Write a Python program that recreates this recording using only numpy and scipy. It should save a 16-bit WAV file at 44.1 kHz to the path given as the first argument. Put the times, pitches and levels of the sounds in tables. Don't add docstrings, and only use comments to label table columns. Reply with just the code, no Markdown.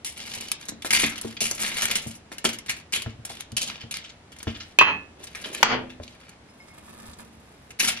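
import sys
import numpy as np
from scipy import signal
from scipy.fft import rfft, irfft
from scipy.io import wavfile
from scipy.ndimage import uniform_filter1d, minimum_filter1d

SR = 44100
rng = np.random.default_rng(int(sys.argv[2]) if len(sys.argv) > 2 else 0)


def to_wav(s):
    ch = np.atleast_2d(s).T
    pcm = np.round(np.clip(ch, -1, 1) * 32767)
    wavfile.write(sys.argv[1], SR, pcm.astype(np.int16))


N = 352800
TIME = np.arange(N) / SR
TEN_MS = np.sqrt(SR / 10 ** 2)

# start in seconds, length in seconds, level in dB,
# sizzle relative to it in dB, crack pitch as a ratio, ring of the foil patch in Hz.
STROKES = [(0.159, 0.33, -39.5, -9.5, 1.19, 2910), (0.587, 0.12, -48.5, -10, 0.97, 3800),
           (0.911, 0.17, -32, -9.5, 1.085, 2180), (1.109, 0.072, -39.5, -15, 0.86, 2170),
           (1.206, 0.12, -45, -7.5, 1.01, 3290), (1.43, 0.21, -40.5, -2, 1.26, 2610),
           (1.589, 0.372, -32.5, -9, 1.01, 2120), (1.972, 0.16, -45, -2.5, 1.08, 2920),
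           (2.304, 0.3, -55.5, -18, 1, 3030), (2.715, 0.087, -47.5, -8, 1.02, 2190),
           (2.959, .15, -48, -21.5, 1.13, 2940), (3.264, .14, -45.5, -8.5, 1.04, 3400),
           (3.593, 0.12, -36.5, -31, 1.49, 3140), (3.737, 0.11, -46.5, -33, 1, 3070),
           (3.91, 0.2, -51.5, -34, 1.2, 3660), (4.359, 0.37, -56, -10, 1, 3020),
           (5.182, 0.16, -53, -9, 1.07, 2850), (5.371, 0.27, -43, -7.5, 0.97, 2540),
           (6.009, 0.14, -55, -12, 1.2, 3850), (6.191, 0.13, -53.5, -16.5, 0.85, 2280),
           (7.797, 0.14, -35.5, -11, 1.06, 2740)]
# frequency in Hz, relative level in dB, t60 in seconds.
SHEET_MODES = [(113, -13.5, 0.34), (227.4, 0, 0.31), (237, -25, 0.064), (305.4, -3.5, 0.12),
               (452, -10, 0.25), (656, -17.5, 0.16), (680, -23.5, 0.29)]
# start in seconds, ceramic ring in dB,
# sharp tick in dB, wooden knock in dB.
LID_HITS = [(4.7883, 5.5, -7.5, -15), (4.8115, -22, -17, 0), (4.823, -30, -24, -7)]
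# start in seconds, relative level in dB.
LID_FALL = [(5.629, -10.5), (5.6311, 4.5)]
# frequency in Hz, level in dB.
RUB = [(60, -9.5), (230, 17.5), (450, 15.5), (1000, 5.5), (2200, -6.5), (4000, 0.5), (8000, -32.5),
       (14000, -42.5)]


def amp(db):
    return np.exp(np.asarray(db) * (np.log(10) / 20))


def evened(x):
    return x / np.sqrt(np.mean(x ** 2) + 1e-20)


def unit(x):
    return x / np.sqrt(np.sum(x ** 2, -1, keepdims=True) + 1e-20)


def read(points, hz):
    f, value = np.transpose(points)
    return np.interp(np.log(hz + 1), np.log(f), value)


def pitched(spectrum, ratio):
    return [(hz * ratio, db) for hz, db in spectrum]


def add(mix, start_s, sound):
    part = mix[max(round(start_s * SR), 0):][:len(sound)]
    part += sound[:len(part)]


def blows(starts_s, levels_db, sound):
    out = np.zeros(N)
    for start_s, gain in zip(starts_s, amp(levels_db)):
        add(out, start_s, gain * sound)
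    return out


def through(x, response):
    return signal.oaconvolve(np.atleast_2d(x), np.atleast_2d(response), axes=1)[:, :N]


def click(spectrum, size=4096):
    hz = abs(np.fft.fftfreq(size, 1 / SR))
    log_gain = np.log(amp(read(spectrum, hz)))
    response = np.exp(np.conj(signal.hilbert(log_gain)))
    return unit(np.fft.ifft(response).real[:size // 2])


def ring(modes, contact_s=0.00021):
    t = TIME[:SR]
    sines = sum(amp(db - 60 * t / t60_s) * np.sin(2 * np.pi * hz * t) for hz, db, t60_s in modes)
    return (1 - np.exp(-t / contact_s)) * sines


def thud(spectrum, dying_s, rattle):
    t = TIME[:SR // 5]
    body = rattle * unit(rng.standard_normal(len(t)) * np.exp(-t / dying_s))
    body[0] += 1
    return TEN_MS * unit(signal.fftconvolve(body, click(spectrum)))


def cracks(size, per_s, spread_db):
    at = np.flatnonzero(rng.random(size) < per_s / SR)
    draw = rng.uniform(-1, 1, size)[at]
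    out = np.zeros(size)
    out[at] = np.sign(draw) * amp(spread_db * np.minimum(-np.log(abs(draw) + 1e-9), 4))
    return out


def crackle(per_s, spread_db):
    x = cracks(N, per_s, spread_db)
    return x / np.sqrt(abs(uniform_filter1d(x ** 2, size=2500)) + 0.0026)


def diffuse(size, envelope=1):
    # frequency in Hz, correlation.
    likeness = [(100, .99), (250, .92), (500, .65), (1200, .25), (2500, 0), (6000, -.3), (12000, -.7)]
    a, b = rfft(envelope * rng.standard_normal((2, size)))
    alike = np.clip(read(likeness, np.fft.rfftfreq(size, 1 / SR)), -1, 1)
    return irfft(np.array([a, alike * a + np.sqrt(1 - alike ** 2) * b]), size)


def kitchen(x, side, near_db, near_s, room_db, size=256):
    # frequency in Hz, lead in radians.
    port_lead = [(20, 0.034), (120, .15), (400, 1.3), (1500, 1.2), (2900, 1.65), (4500, 1.6), (8000, 2.21),
                 (12000, 2.47)]
    # frequency in Hz, t60 in seconds.
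    room_t60 = [(100, 0.65), (250, 0.6), (1000, 0.29), (3000, 0.31), (6000, 0.2), (14000, 0.026)]
    lead = side * read(port_lead, np.fft.rfftfreq(size, 1 / SR))
    direct = np.roll(irfft(np.exp(.5j * np.array([lead, -lead]))), size // 4, 1)
    t = TIME[:SR // 2]
    near = unit(diffuse(len(t), np.exp(-t / near_s)) * (t < t[-1] / 2))
    hz, frame_s, z = signal.stft(diffuse(len(t)), SR, nperseg=size)
    decay = amp(-60 * frame_s / read(room_t60, hz)[:, None])
    tail = signal.istft(z * decay, SR, nperseg=size)[1][:, :len(t)]
    tail = unit(tail * np.minimum(t / 0.02, 1))
    response = amp(near_db) * near + amp(room_db) * tail
    response = np.pad(response, ((0, 0), (size // 4, 0)))
    response[:, :size] += direct
    return signal.oaconvolve(x.reshape(1, N), unit(response), axes=1)[:, size // 4:][:, :N]


def room_tone(level_db=-52):
    # frequency in Hz, relative density in dB per Hz.
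    hush = [(25, -20), (45, -22.5), (62, 0), (110, -4), (230, -5.5), (400, -10.5), (700, -11.5),
            (1100, -15.5), (2200, -18.5), (5000, -25.5), (11000, -32.5), (14000, -72)]
    return amp(level_db) * evened(through(diffuse(N), click(hush)))


def pressure(attack_s=0.011, release_s=0.018):
    gain, bright = np.zeros((2, N))
    t = TIME[:SR]
    for start_s, length_s, db, sizzle_db, *_ in STROKES:
        fade = np.exp(-np.maximum(t - length_s, 0) / release_s)
        stroke = amp(db) * np.minimum(t / attack_s, 1) * fade
        add(gain, start_s, stroke)
        add(bright, start_s, amp(sizzle_db) * stroke)
    return gain, bright


def small_buckles(gain, bright, count=70, dying_s=0.006):
    place, strength, crisp = rng.uniform(-0.65, 1, (count, 3)).T
    moving = np.cumsum(gain > amp(-60))
    at = np.searchsorted(moving, (np.arange(count) + .5 + .5 * place) / count * moving[-1])
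    db = 20 * np.log10(gain[at] + 1e-9) - 7 - 4 * strength
    sizzle_db = 20 * np.log10((bright[at] + 1e-9) / (gain[at] + 1e-9)) + 14 + 7 * crisp
    return list(zip(at / SR, db, np.full(count, dying_s), sizzle_db))


def facets(burst, ring_s, ring_share, size=256):
    facet = ring_share * unit(rng.standard_normal(size) * np.exp(-TIME[:size] / ring_s))
    facet[0] += 1
    return unit(np.convolve(burst * rng.choice([-1, 1], len(burst)), facet))


def patches(drive, reach_s=0.048, ring_q=5.4, ring_gain=0.5):
    # frequency in Hz, level in dB.
    crack_spectrum = [(600, -26), (1200, -8.5), (1800, 1), (3200, -1), (4200, -2.5), (5600, -7.5),
                      (7000, -13.5), (12000, -51)]
    starts_s, *_, pitches, rings_hz = np.transpose(STROKES)
    patch = np.searchsorted(starts_s[1:] - reach_s, TIME)
    out = np.zeros(N)
    for k, (pitch, hz) in enumerate(zip(pitches, rings_hz)):
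        crack = click(pitched(crack_spectrum, pitch), size=1024)
        resonance = signal.lfilter(*signal.iirpeak(hz, ring_q, fs=SR), crack)
        crack = unit(crack + ring_gain * resonance)
        add(out, np.argmax(patch == k) / SR, signal.fftconvolve(drive[patch == k], crack))
    return out


def foil(snap=1.2, slide_db=-1, catch_db=3, slide_hollow_db=-12, sizzle_db=2):
    # start in seconds, level over 10 ms in dB, dying time in seconds,
    # sizzle relative to the level in dB.
    buckles = [(0.047, -35.5, 0.0036, 4), (.054, -33, 0.015, 1.5), (.18, -48, 0.0017, -10),
               (.338, -31.5, 0.0022, -9), (0.35, -36, 0.0046, 0), (0.409, -41.5, 0.0022, 7),
               (0.485, -40, 0.00074, -5), (0.5167, -25, 0.0015, 0.5), (.613, -44, .001, -6),
               (0.6535, -55, 0.0017, 9.5), (0.666, -62, 0.00077, 1), (0.6856, -35, 0.0045, 4),
               (.822, -37.5, 0.0027, -5), (0.8474, -30, 0.01, -1), (0.9066, -19, 0.0035, -3),
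               (0.928, -16, 0.0096, -1), (.944, -16.5, 0.012, -4.5), (0.9867, -19.5, 0.021, -2),
               (1.0352, -19.5, 0.0084, -24), (1.062, -32.5, 0.0035, -1), (1.158, -36.5, 0.0055, -7),
               (1.18, -34, 0.0023, -4), (1.2136, -51.5, 0.0022, 19), (1.3683, -34.5, 0.0028, -25),
               (1.4058, -24, 0.0053, 0.5), (1.414, -22.5, 0.016, -2), (1.452, -24, 0.0094, -2.5),
               (1.5123, -41, 0.0014, 16), (1.581, -37, 0.0026, -15), (1.602, -35, 0.0063, 5),
               (1.617, -35, 0.0042, 6), (1.647, -25.5, 0.018, -6), (1.679, -40, 0.0087, 4),
               (1.7695, -30, 0.0022, -1.5), (1.777, -25.5, 0.012, -11), (1.812, -33, .001, -3),
               (1.821, -20, 0.0044, -4), (1.8545, -24.5, 0.001, 1), (1.9123, -22, 0.0028, -4),
               (1.9553, -22, 0.0058, -1), (2.3174, -36.5, 0.0077, -5), (2.383, -35.5, 0.003, -3),
               (2.443, -27.5, 0.0083, 3), (2.4513, -18.5, 0.0045, -5.5), (2.49, -26.5, 0.0047, -4.5),
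               (2.531, -33, 0.0064, -3.5), (2.587, -44, 0.002, 6.5), (2.662, -41, 0.0053, -2),
               (2.684, -30, 0.0075, -37), (2.694, -21.5, 0.0069, -4.5), (2.924, -29, 0.0055, -3.5),
               (2.931, -21, 0.013, -4.5), (2.955, -27, 0.0089, -8), (3.02, -34.5, 0.0033, -0.5),
               (3.251, -39.5, 0.0034, 7), (3.295, -37.5, 0.0089, -1), (3.4073, -37.5, 0.00013, 3),
               (3.519, -43, 0.0013, -5), (3.567, -20, 0.0068, -6.5), (3.613, -25.5, 0.0095, -3.5),
               (3.664, -37, 0.016, 0.5), (3.809, -38, 0.0062, -19), (3.911, -30, 0.0054, -4),
               (3.941, -30, 0.00037, -12), (3.944, -29.5, 0.014, -15), (3.9705, -37, 0.0005, -3),
               (4.0419, -37, 0.0078, -34), (4.094, -42, 0.0048, -27), (4.32, -44, 0.0051, -8),
               (4.364, -50, 0.0019, -3), (4.387, -55.5, 0.002, 10.5), (4.403, -41.5, 0.0025, -27),
               (4.4294, -42.5, 0.0013, 5), (4.4715, -32.5, 0.013, -38), (4.545, -34.5, 0.014, -36),
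               (4.602, -32.5, 0.01, -27), (5.239, -43.5, 0.0033, 4), (5.27, -40.5, 0.0036, -8),
               (5.3497, -31.5, 0.005, -9), (5.4408, -29.5, 0.0092, -22), (5.538, -32, 0.024, -27),
               (5.548, -30, 0.00064, -3.5), (5.8967, -41, 0.009, -14.5), (6.034, -43.5, 0.0034, -14),
               (6.079, -43.5, 0.00084, -24), (6.293, -50, 0.0023, 0), (7.7063, -44.5, 0.003, -1.5),
               (7.79, -26, 0.012, -4), (7.797, -18, 0.01, -2), (7.83, -19.5, 0.013, -3.5),
               (7.876, -21, 0.008, -6), (7.882, -21, 0.0074, -2.5), (7.897, -29.5, 0.0075, -6),
               (7.966, -31.5, 0.009, -18)]
    # frequency in Hz, level in dB.
    sizzle_spectrum = [(3500, -11), (6000, 0.5), (8000, 0), (11000, 2.5), (12500, -6), (14500, -19.5),
                       (16000, -45)]
    # frequency in Hz, level in dB.
    hollow_spectrum = [(70, -5.5), (150, -8.5), (230, 7.5), (330, -9), (600, 0), (1200, -3.5), (1800, -7.5),
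                       (3500, -65), (12000, -76.5)]
    gain, bright = pressure()
    catching = evened(uniform_filter1d(rng.standard_normal(N), size=260))
    slide = amp(slide_db) * evened(crackle(per_s=800, spread_db=2.0) * amp(catch_db * catching))
    gains = (gain, bright, gain * amp(slide_hollow_db))
    drives = [slide * rng.choice([-1, 1], N) * g for g in gains]
    t = TIME[:SR // 8]
    for start_s, db, dying_s, bright_db in list(buckles) + small_buckles(gain, bright):
        hollow_db = -24.5 - 0.02 * (db + 30)
        swell = 1 - np.exp(-(t + 0.000087) / (0.3 * dying_s))
        envelope = swell * np.exp(-t / (2 * dying_s))
        burst = unit(cracks(len(t), per_s=2000, spread_db=3.5) * envelope)
        burst[0] += snap * np.exp(-dying_s / 0.0061)
        for drive, part_db in zip(drives, (0, bright_db, hollow_db)):
            sound = facets(burst, ring_s=0.00077, ring_share=0.41)
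            add(drive, start_s, amp(db + part_db) * TEN_MS * sound)
    sizzle = amp(sizzle_db) * through(drives[1], click(sizzle_spectrum, size=1024))
    hollow = through(drives[2], click(hollow_spectrum, size=1024))
    return patches(drives[0]) + sizzle + hollow


def wandering(x, moves_per_s=130, count=3):
    spot = np.cumsum(rng.random(N) < moves_per_s / SR) % count
    sides = np.linspace(.82, 1.2, count)
    return sum(kitchen(x * (spot == k), side, near_db=-2.0, near_s=0.0057, room_db=-11.0)
               for k, side in enumerate(sides))


def sheet_hum(rubbed_db=-16.5, dug_db=-2):
    effort = amp(rubbed_db) * pressure()[0] + amp(dug_db + digging_db())
    return through(rng.standard_normal(N) * effort, unit(ring(SHEET_MODES)))[0]


def sheet(bounce_t60_s=0.075, detune_share=0.018):
    # start in seconds, bounce in dB, bounce in Hz, sheet ring in dB,
    # ring length as a ratio, slap in dB, slap pitch as a ratio.
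    thumps = [(.37, -37, 100, -41, 0.48, -45, 1.4), (0.693, -46, 149, -45, .7, -41, 0.55),
              (0.721, -37.5, 127, -40.5, 1.3, -38, 0.69), (.93, -34, 130, -37, 0.63, -49, 0.84),
              (1.035, -26, 149, -24, 0.63, -23.5, 0.73), (1.247, -30, 131, -27, 0.9, -29.5, 0.86),
              (1.413, -39, 120, -30, 0.57, -35.5, 1.24), (2.064, -26.5, 125, -34, 0.85, -33, 0.49),
              (2.452, -48, 130, -27.5, 0.86, -23.5, 0.78), (2.971, -38, 110, -36.5, 0.4, -44.5, 1.1),
              (3.063, -19, 113, -27.5, 0.51, -39, 0.71), (3.19, -32, 132, -42, 0.37, -53, 0.52),
              (3.302, -41, 109, -46, 0.81, -38.5, 1.66), (3.525, -27, 113, -34.5, 0.47, -41, 0.45),
              (3.836, -31.5, 116, -38, 0.67, -46, 0.72), (4.471, -17.5, 95, -21, 0.55, -29, 0.82),
              (6.0, -29, 91, -46, 1.7, -37, 1.17), (7.086, -35, 65, -52, 0.7, -60, 0.41),
              (7.831, -50, 130, -38, 1.5, -35, 0.82), (7.875, -46, 127.7, -39, 0.92, -50, 0.4)]
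    # frequency in Hz, level in dB.
    slap_spectrum = [(80, -20.5), (200, -7), (320, 5), (500, 4.5), (800, -10.5), (1400, -11.5),
                     (3000, -31.5), (8000, -77)]
    # start in seconds, level in dB.
    slice_knocks = [(0.848, -28), (1.514, -37), (2.318, -37.5), (2.445, -27.5), (2.453, -25.5),
                    (3.062, -36), (4.471, -32.5)]
    # frequency in Hz, level in dB.
    edge_spectrum = [(100, -17), (250, -0.5), (500, -3), (800, -4.5), (1050, -7.5), (1350, -5),
                     (1650, -4.5), (2400, -13.5), (8000, -38.5)]
    out = np.zeros(N)
    for start_s, bounce_db, bounce_hz, ring_db, length, slap_db, pitch in thumps:
        detune = 1 + detune_share * rng.uniform(-1, 1)
        modes = [(hz * detune, ring_db + db, t60_s * length) for hz, db, t60_s in SHEET_MODES]
        slap = thud(pitched(slap_spectrum, pitch), dying_s=0.015, rattle=0.94)
        add(out, start_s, ring([(bounce_hz, bounce_db, bounce_t60_s)], contact_s=.002))
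        add(out, start_s, ring(modes, contact_s=0.003))
        add(out, start_s, amp(slap_db) * slap)
    return out + blows(*np.transpose(slice_knocks), thud(edge_spectrum, dying_s=0.025, rattle=1.0))


def lid():
    # time in seconds, level in dB.
    lid_slide = [(5.15, -59), (5.2, -49), (5.3, -66.5), (5.43, -50.5), (5.48, -39), (5.56, -52),
                 (5.62, -37), (5.64, -74)]
    # frequency in Hz, level in dB.
    tick_spectrum = [(40, -22), (250, -12), (900, -13.5), (1800, -13), (3200, -3), (5000, -11),
                     (7000, -20.5), (10000, -41.5), (16000, -32.5)]
    # frequency in Hz, level in dB.
    knock_spectrum = [(30, -27.5), (70, -12.5), (230, -3.5), (400, 0), (680, -4.5), (950, 13.5), (1250, 14),
                      (1550, 5.5), (2000, 9), (2700, 1.5), (4500, -53.5), (9000, -35.5), (15000, -56)]
    slide_db = np.interp(TIME, *np.transpose(lid_slide), left=-120, right=-120)
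    scrape = crackle(per_s=540, spread_db=6.5) * amp(slide_db)
    out = through(scrape, click(RUB, size=1024))[0]
    for start_s, _, tick_db, knock_db in LID_HITS:
        add(out, start_s, amp(tick_db) * thud(tick_spectrum, dying_s=0.0017, rattle=0.098))
        add(out, start_s, amp(knock_db) * thud(knock_spectrum, dying_s=0.012, rattle=0.35))
    return out


def ceramic_ring():
    # frequency in Hz, relative level in dB, t60 in seconds.
    ceramic_modes = [(1739, -23.5, .47), (1890, -24, .24), (2516, -6, .28), (2622, -5.5, .275),
                     (2850, -12, .18), (3135, -13, .24), (3408, -24, .18), (3924, -27, .2),
                     (4190, -29.5, .33), (6280, -33, .26), (10500, -43, .2)]
    starts_s, levels_db, _, _ = np.transpose(LID_HITS)
    return blows(starts_s, levels_db, ring(ceramic_modes))


def lid_fall():
    # frequency in Hz, level in dB.
    clap_spectrum = [(30, -22), (90, -17.5), (220, -14), (400, -8), (600, -3), (1000, 3.5), (1550, 4),
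                     (2100, 1), (2600, -1), (3200, 0), (3900, -9.5), (4600, -1), (5500, -8.5), (6300, -3.5),
                     (9000, -23.5), (15000, -24.5)]
    return blows(*np.transpose(LID_FALL), thud(clap_spectrum, dying_s=0.0025, rattle=0.1))


def board_ring(level_db=-21):
    # frequency in Hz, relative level in dB, t60 in seconds.
    board_modes = [(120, -17, 0.64), (222.5, 2, 0.39), (251, -8, 0.83), (339, -6.5, 0.42),
                   (454, -4.5, 0.49), (729, 1.5, 0.3), (840, -10, .3), (976, 0, 0.25), (1194, -1, 0.34)]
    return amp(level_db) * blows(*np.transpose(LID_FALL), ring(board_modes))


def digging_db():
    # time in seconds, effort in dB.
    digging_effort = [(6.45, -71), (6.64, -62.5), (6.7, -61), (6.74, -58.5), (6.785, -54), (6.84, -58),
                      (6.89, -51), (7.01, -52.5), (7.035, -51.5), (7.065, -48.5), (7.135, -56),
                      (7.162, -64), (7.195, -45.5), (7.27, -62.5), (7.48, -62.5), (7.7, -63)]
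    return np.interp(TIME, *np.transpose(digging_effort), left=-120, right=-120)


def salt(grit_db=1.0, rub_db=-10, packing_db=-2, grip_db=1.3):
    # start in seconds, crisp crunch in dB, dull packing of the grains in dB.
    salt_crunches = [(6.683, -52, -53), (6.778, -61, -49), (6.881, -61, -48.5), (6.95, -62, -51),
                     (6.997, -53, -49), (7.056, -48, -52), (7.096, -57, -58), (7.133, -45.5, -64)]
    # frequency in Hz, level in dB.
    grit_spectrum = [(500, -3), (1100, -7.5), (2300, -7.5), (3500, -6.5), (6000, -6.5), (11000, 0.5),
                     (13000, -11), (16000, -26.5)]
    # frequency in Hz, level in dB.
    crunch_spectrum = [(1500, -8), (4000, -1), (6000, -3), (8000, 2), (12000, -19)]
    # frequency in Hz, level in dB.
    packing_spectrum = [(200, -8), (500, -3.5), (1200, 2), (2400, -2.5), (4000, -15), (9000, -33)]
    grip = uniform_filter1d(uniform_filter1d(rng.standard_normal(N), size=1200), size=800)
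    effort_db = digging_db() + grip_db * evened(grip)
    grains = crackle(per_s=4500, spread_db=8.5) * amp(grit_db + effort_db)
    rubbing = crackle(per_s=5400, spread_db=10.5) * amp(rub_db + effort_db)
    packing = crackle(per_s=630, spread_db=4.0) * amp(packing_db + effort_db)
    t = TIME[:SR // 10]
    clump = TEN_MS * unit(cracks(len(t), per_s=3200, spread_db=4) * np.exp(-t / 0.0065))
    starts_s, crisp_db, dull_db = np.transpose(salt_crunches)
    crisp = blows(starts_s, crisp_db, clump)
    dull = blows(starts_s, dull_db, clump)
    return (through(grains, click(grit_spectrum, size=1024))
            + through(rubbing, click(RUB, size=1024))
            + through(packing + dull, click(packing_spectrum, size=1024))
            + through(crisp, click(crunch_spectrum, size=1024)))


def bowl_brushes(level_db=-1, dying_s=0.004):
    # start in seconds, relative level in dB.
    bowl_touches = [(6.485, -50), (6.595, -50.5), (6.678, -51), (6.703, -51), (6.775, -57)]
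    # frequency in Hz, relative level in dB, t60 in seconds.
    bowl_modes = [(2160, 2, .19), (5190, -4.5, .15), (9220, -12, .3)]
    t, out = TIME[:SR // 10], np.zeros(N)
    for start_s, db in bowl_touches:
        slips = unit(rng.standard_normal(len(t)) * t * np.exp(-t / dying_s))
        add(out, start_s, amp(level_db + db) * signal.fftconvolve(slips, ring(bowl_modes)))
    return out


def scene():
    crackling = wandering(foil()) * amp([[.5], [-.5]])
    rings = sheet_hum() + ceramic_ring() + board_ring() + bowl_brushes()
    rings = kitchen(rings, side=-1.07, near_db=-41.5, near_s=0.004, room_db=-18) * amp([[-.7], [.7]])
    thumps = kitchen(sheet(), side=0.9, near_db=-10, near_s=0.012, room_db=-19)
    clinks = kitchen(lid(), side=-1.4, near_db=6.0, near_s=0.0061, room_db=-7.5) * amp([[-.5], [.5]])
    clap = kitchen(lid_fall(), side=-0.51, near_db=3, near_s=0.0061, room_db=-5)
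    digging = kitchen(salt(), side=-1.2, near_db=0, near_s=0.005, room_db=-13.5) * amp([[-.5], [.5]])
    return room_tone() + crackling + rings + thumps + clinks + clap + digging


def limiter(x, limit_db, release_db_per_s, hold_s, size=80):
    power = signal.lfilter(np.ones(size) / size, 1, (x ** 2).mean(0))
    over_db = np.maximum(10 * np.log10(abs(power) + 1e-12) - limit_db, 0)
    hold = 2 * max(int(hold_s * SR / 2), 1) + 1
    held_db = -minimum_filter1d(-over_db, hold, origin=hold // 2)
    fall_db = TIME * release_db_per_s
    cut_db = np.maximum.accumulate(held_db + fall_db) - fall_db
    return x * amp(-uniform_filter1d(cut_db, size))


def record(dry):
    ducked = limiter(dry, limit_db=-6, release_db_per_s=286.0, hold_s=0.045)
    low_pass = signal.firwin(255, 16200, window=("kaiser", 9), fs=SR)
    return signal.oaconvolve(np.clip(ducked, -1, 1), low_pass[None], "same")


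dry = scene()
out = record(dry)
to_wav(out)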